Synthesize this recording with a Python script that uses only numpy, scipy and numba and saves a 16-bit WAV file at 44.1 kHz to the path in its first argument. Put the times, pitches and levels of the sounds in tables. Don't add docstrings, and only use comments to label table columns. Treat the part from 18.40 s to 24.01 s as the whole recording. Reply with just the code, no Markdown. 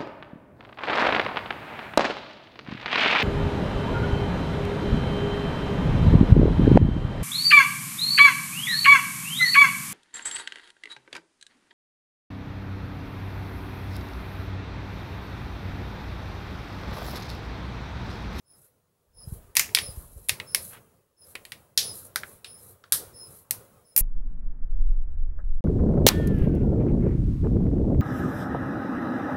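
import sys
import numpy as np
from scipy import signal
from scipy.fft import rfft, irfft, next_fast_len
from scipy.io import wavfile
from scipy.ndimage import uniform_filter1d, map_coordinates
from numba import njit

SR = 44100
rng = np.random.default_rng(int(sys.argv[2]) if len(sys.argv) > 2 else 0)


def master(y):
    cut = np.clip(np.atleast_2d(y).T, -1, 1)
    pcm = np.round(cut * 32767)
    wavfile.write(sys.argv[1], SR, pcm.astype(np.int16))


N = 247401
TIME_S = np.arange(N) / SR


def amp(db):
    return 10 ** (np.asarray(db) / 20)


def unit(x):
    return x / np.sqrt(np.mean(x ** 2) + 1e-20)


def along(points, hz):
    pitches, values = np.transpose(points)
    return np.interp(np.log(hz + 1), np.log(pitches + 1), values)


def arch(progress):
    return np.abs(np.sin(np.pi * np.clip(progress, 0, 1)))


def wobble(rate, size=N):
    points = rng.standard_normal(int(size * rate / SR) + 4)
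    return map_coordinates(points, [np.arange(size) * rate / SR])


def filtered(x, response):
    size = next_fast_len(len(x) + 8192)
    return irfft(rfft(x, size) * response(np.fft.rfftfreq(size, 1 / SR)), size)[:len(x)]


def noise(spectrum, size=N):
    return unit(filtered(rng.standard_normal(size), lambda hz: amp(along(spectrum, hz))))


def resonate(x, hz, octaves):
    half = 2 ** (octaves / 2)
    edges = [min(hz / half, SR * .4), min(hz * half, SR * .47)]
    return signal.sosfilt(signal.butter(2, edges, 'bandpass', fs=SR, output='sos'), x)


def patchy(x, depth_db, frame_samples):
    frames = signal.stft(x, nperseg=frame_samples)[2]
    patches = uniform_filter1d(rng.standard_normal(frames.shape), 3, axis=0)
    patches = unit(uniform_filter1d(patches, 4, axis=1))
    return unit(signal.istft(frames * amp(depth_db * patches), nperseg=frame_samples)[1][:len(x)])


def add(track, start_s, x):
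    start = max(round(start_s * SR), 0)
    part = x[:max(len(track) - start, 0)]
    track[start:start + len(part)] += part


# pitch_hz, fade_s
ROOM_FADES = [(1500, .45), (5000, 0.11), (11000, 0.15), (16000, 0.35)]
def echo(x):
    hz, t, frames = signal.stft(rng.standard_normal(SR * 2 // 3), SR, nperseg=256)
    fading = amp(-60 * t / along(ROOM_FADES, hz)[:, None])
    tail = signal.istft(frames * fading, SR, nperseg=256)[1]
    tail = np.concatenate([np.zeros(SR // 500), tail])
    return signal.fftconvolve(x, tail / np.linalg.norm(tail))[:N]


def whine(pitch_hz=15625, level_db=-60):
    return amp(level_db) * np.sin(2 * np.pi * pitch_hz * TIME_S)


# pitch_hz, level_db
DRAUGHT_SPECTRUM = [(25, -10), (55, -5.5), (90, 6.5), (170, 0), (290, -7), (490, 0), (780, -9.5),
                    (1200, -10), (2200, -21.5), (5000, -26.5), (11000, -21.5), (16000, -23)]
def draught(level_db=-47):
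    gain = amp(level_db + 1.2 * wobble(16))
    return gain * patchy(noise(DRAUGHT_SPECTRUM), depth_db=2.5, frame_samples=1024)


# pitch_hz, level_db
SCRAPE_SPECTRUM = [(1500, -48.5), (3400, -29), (4100, -14), (4600, -22.5), (6500, -16), (8500, -9.5),
                   (10300, -1), (12500, -4.5), (14500, -16), (16000, -18)]
def scrape(t, length_s, level_db):
    grain_db = 1.1 * wobble(28, len(t)) + 2.5 * wobble(190, len(t))
    return amp(level_db + grain_db) * arch(t / length_s) ** 0.58 * noise(SCRAPE_SPECTRUM, len(t))


def sizzle(level_db=-59):
    return amp(level_db) * noise(SCRAPE_SPECTRUM)


def squeal(t, length_s, pitch_hz, fall_hz, lead_s, jitter_hz=70, waver_hz=22):
    drift = lambda rate: wobble(rate, len(t))
    bite = 0.82
    progress = np.minimum(t / (length_s + lead_s), 1)
    hz = pitch_hz - fall_hz * progress ** 2 + jitter_hz * drift(1600) + waver_hz * drift(35)
    phase = 2 * np.pi * np.cumsum(hz) / SR
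    note = amp(-1.5 + 1.8 * drift(50)) * np.sin(phase) * arch(progress ** bite) ** 0.7
    frayed = phase + 0.5 * drift(480)
    overtones = np.sin(2 * frayed) + amp(-19) * np.sin(3 * frayed)
    contact = arch((np.maximum(t - lead_s, 0) / length_s) ** bite) ** .5
    return note + overtones * amp(1.4 * drift(170)) * contact


# start_s, length_s, squeal_db, fall_hz, scrape_db
FAN_TURNS = [(.055, 0.11, -38.5, 150, -43), (0.738, 0.12, -36, 270, -46), (1.39, 0.13, -37, 290, -43.5),
             (2.072, 0.13, -37.5, 131, -41), (2.775, 0.076, -36, 231, -41), (3.409, 0.13, -36, 264, -41.5),
             (4.06, 0.13, -37.5, 80, -41), (4.742, 0.14, -36, 212, -42), (5.453, 0.081, -39.5, 119, -46)]
# start_s, length_s, level_db
LIGHT_RUBS = [(1.616, 0.33, -45.5), (3.035, 0.11, -53.5), (3.825, 0.17, -48.5)]
def bearing(pitch_hz=5230, lead_s=.01, ring_db=-55.5, ring_fade_s=0.24):
    track = np.zeros(N)
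    t = np.arange(SR // 2) / SR
    for start_s, length_s, squeal_db, fall_hz, scrape_db in FAN_TURNS:
        add(track, start_s - lead_s, amp(squeal_db) * squeal(t, length_s, pitch_hz, fall_hz, lead_s))
        metal = unit(resonate(rng.standard_normal(len(t)), pitch_hz - fall_hz / 2, octaves=.05))
        ring = amp(ring_db - 60 * t / ring_fade_s) * metal
        add(track, start_s + 0.83 * length_s, scrape(t, 1.31 * length_s, scrape_db) + ring)
    for start_s, length_s, level_db in LIGHT_RUBS:
        add(track, start_s, scrape(t, length_s, level_db))
    return amp(-2) * track + amp(-1.5) * echo(track)


# pitch_hz, level_db
RUMBLE_SPECTRUM = [(20, -7.5), (45, 5), (100, -4.5), (180, -14), (350, -40.5), (1000, -95)]
# start_s, length_s, level_db
FINGER_PULLS = [(.58, .62, -41.5), (1.42, 0.52, -43), (2.075, 0.22, -59.5)]
# start_s, level_db, pitch_hz
TRAY_BUMPS = [(.875, -26.5, 98.5), (.924, -24.5, 104), (1.426, -40.5, 110), (1.489, -36.5, 92),
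              (1.575, -30, 60.4), (1.764, -30, 54.7), (1.921, -45.5, 80), (2.954, -33, 486)]
def hands():
    effort = sum(amp(level_db) * arch((TIME_S - start_s) / length_s) ** 1.2
                 for start_s, length_s, level_db in FINGER_PULLS)
    track = effort * amp(3 * wobble(22)) * noise(RUMBLE_SPECTRUM)
    t = np.arange(SR // 6) / SR
    for start_s, level_db, pitch_hz in TRAY_BUMPS:
        push = np.exp(-t / 0.0021) * (1 + 0.73 * rng.standard_normal(len(t)))
        bump = resonate(push, pitch_hz, octaves=1.43)
        add(track, start_s - .002, amp(level_db + 7) * bump / np.abs(bump).max())
    return track


def foil_rustle(level_db=-44.5, size=SR // 8):
    creases = rng.standard_normal(size) * amp(2.6 * wobble(241.3, size))
    return amp(level_db) * np.hanning(size) * unit(resonate(creases, hz=1470, octaves=1.73))


def snap(tray_hz, tray_db, lid_hz, lid_db, crack_hz, crack_db, room_db, fade_s=.012):
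    t = np.arange(SR // 2) / SR
    fade = lambda seconds: 10 ** (-3 * t / seconds)
    unit_start = lambda x: x / np.sqrt(np.mean(x[:SR * 7 // 1000] ** 2))

    def ring(hz, level_db, ring_s, octaves, notes_db):
        breaks = rng.standard_normal(len(t)) * (fade(ring_s) + amp(-17) * fade(0.063))
        notes_hz = hz * 2 ** (octaves * (np.linspace(-.3, .3, 3) + rng.uniform(-.1, .1, 3)))
        notes = np.sin(2 * np.pi * notes_hz[:, None] * t).sum(axis=0)
        notes *= fade(ring_s * 0.52) + amp(-17) * fade(.09)
        body = unit_start(resonate(breaks, hz, octaves))
        direct = unit_start(body + amp(notes_db) * unit_start(resonate(notes, hz, octaves)))
        room_shape = (1 - np.exp(-t / 0.0032)) * (fade(0.17) + amp(-21.5) * fade(0.64))
        room = resonate(rng.standard_normal(len(t)) * room_shape, hz, octaves)
        room *= np.linalg.norm(direct) / np.linalg.norm(room)
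        return amp(level_db) * (direct + amp(room_db) * room)

    tray = ring(tray_hz, tray_db, fade_s * 1.4, octaves=0.68, notes_db=-4)
    lid = ring(lid_hz, lid_db, fade_s, octaves=0.83, notes_db=-6)
    crack = ring(crack_hz, crack_db, fade_s * 0.54, octaves=0.59, notes_db=-25)
    bowl = ring(1000, tray_db - 17, .02, octaves=0.67, notes_db=-10.5)
    knock = ring(520, tray_db - 25, .02, octaves=1.1, notes_db=-20.5)
    return tray + lid + crack + bowl + knock


# time_s, pitch_hz
TRAY_PITCHES = [(3.1, 2230), (3.7, 1723), (4.5, 1423), (5.1, 2230)]
# start_s, lid_db, lid_hz, tray_over_lid_db, crack_over_lid_db, room_over_snap_db
SEAL_SNAPS = [(1.1533, -38.5, 4730, 4.5, 14, -9.5), (1.1619, -35.5, 5750, 1, -5, 4),
              (1.168, -17, 5270, -4.5, 1, -6.5), (1.1952, -19.5, 6130, -2.5, -1.5, -5.5),
              (1.2912, -62.5, 4220, 19, -1.5, -13), (1.3488, -14.5, 4150, -12.5, -3, -7.5),
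              (1.372, -41, 4190, 17.5, -10, -16), (1.387, -26.5, 4010, 0.5, -6.5, -9.5),
              (1.8866, -36.5, 4200, -4, 14, -12), (1.894, -22.5, 4500, 0, 1, -11),
              (2.0001, -35.5, 3280, 7, -10, -13.5), (2.1474, -21.5, 4680, -3.5, 3.5, -10.5),
              (2.9532, -31, 3490, 5.5, -4, -16.5), (3.052, -38, 3500, 0, 0.5, -7.5),
              (3.1201, -31.5, 4000, 1.5, -3.5, -9.5), (3.376, -17, 4510, -19.5, -6, 0),
              (3.7589, -26, 4750, 0.5, 1, -9.5), (3.8338, -44.5, 2850, 13.5, -13, -11.5),
              (4.045, -29.5, 3300, -13, -6, -6), (4.439, -40, 3810, 6, -15, -6),
              (4.5226, -24, 4590, -10, 8, -0.5), (5.109, -29, 5210, -8, 9, -10),
              (5.5635, -29, 6170, -8, 13, -6.5), (5.577, -34.5, 6530, -4.5, 21.5, 0.5)]
def peeling():
    track = np.zeros(N)
    for start_s, lid_db, lid_hz, tray_over_lid_db, crack_over_lid_db, room_over_snap_db in SEAL_SNAPS:
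        tray_hz = np.interp(start_s, *np.transpose(TRAY_PITCHES))
        crack_hz = 6600 + 0.84 * lid_hz
        tray_db, crack_db = lid_db + tray_over_lid_db, lid_db + crack_over_lid_db
        add(track, start_s, snap(tray_hz, tray_db, lid_hz, lid_db, crack_hz, crack_db, room_over_snap_db))
    add(track, 2.29, foil_rustle())
    return track


def scene():
    return (peeling() + hands() + bearing() + draught() + sizzle() + whine())[None]


@njit
def leaky_store(push, keep, least):
    out, held = np.zeros(len(push)), 0.0
    for i in range(len(push)):
        held = min(max(held * keep, least) + push[i], 1.0)
        out[i] = held
    return out


# pitch_hz, gain_db
SUPPRESSOR_HEARING = [(100, -7.5), (1500, 0)]
def suppress_noise(x, quiet_db=-49, open_db=-23.5, open_s=0.013, close_db_per_s=59.5, shut_db=-26.5):
    heard = filtered(x, lambda hz: amp(along(SUPPRESSOR_HEARING, hz)))
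    power = uniform_filter1d(heard ** 2, size=128)
    push = np.maximum(power - amp(quiet_db) ** 2, 0) / (amp(open_db) ** 2 * open_s * SR)
    gain = leaky_store(push, float(amp(-close_db_per_s / SR)), float(amp(shut_db)))
    return x * np.interp(TIME_S + 0.00067, TIME_S, gain)


# pitch_hz, level_db
HISS_SPECTRUM = [(100, 2), (2000, -3), (6000, -2.5), (13000, -5), (16000, -2.5)]
def record(dry):
    hiss_db, top_hz = -81, 16000
    x = suppress_noise(dry[0]) + amp(hiss_db) * noise(HISS_SPECTRUM)
    rounded = x / (1 + np.abs(x) ** 6) ** (1 / 6)
    return filtered(rounded, lambda hz: 1 / (1 + (hz / top_hz) ** 90))[None]


dry = scene()
out = record(dry)
master(out)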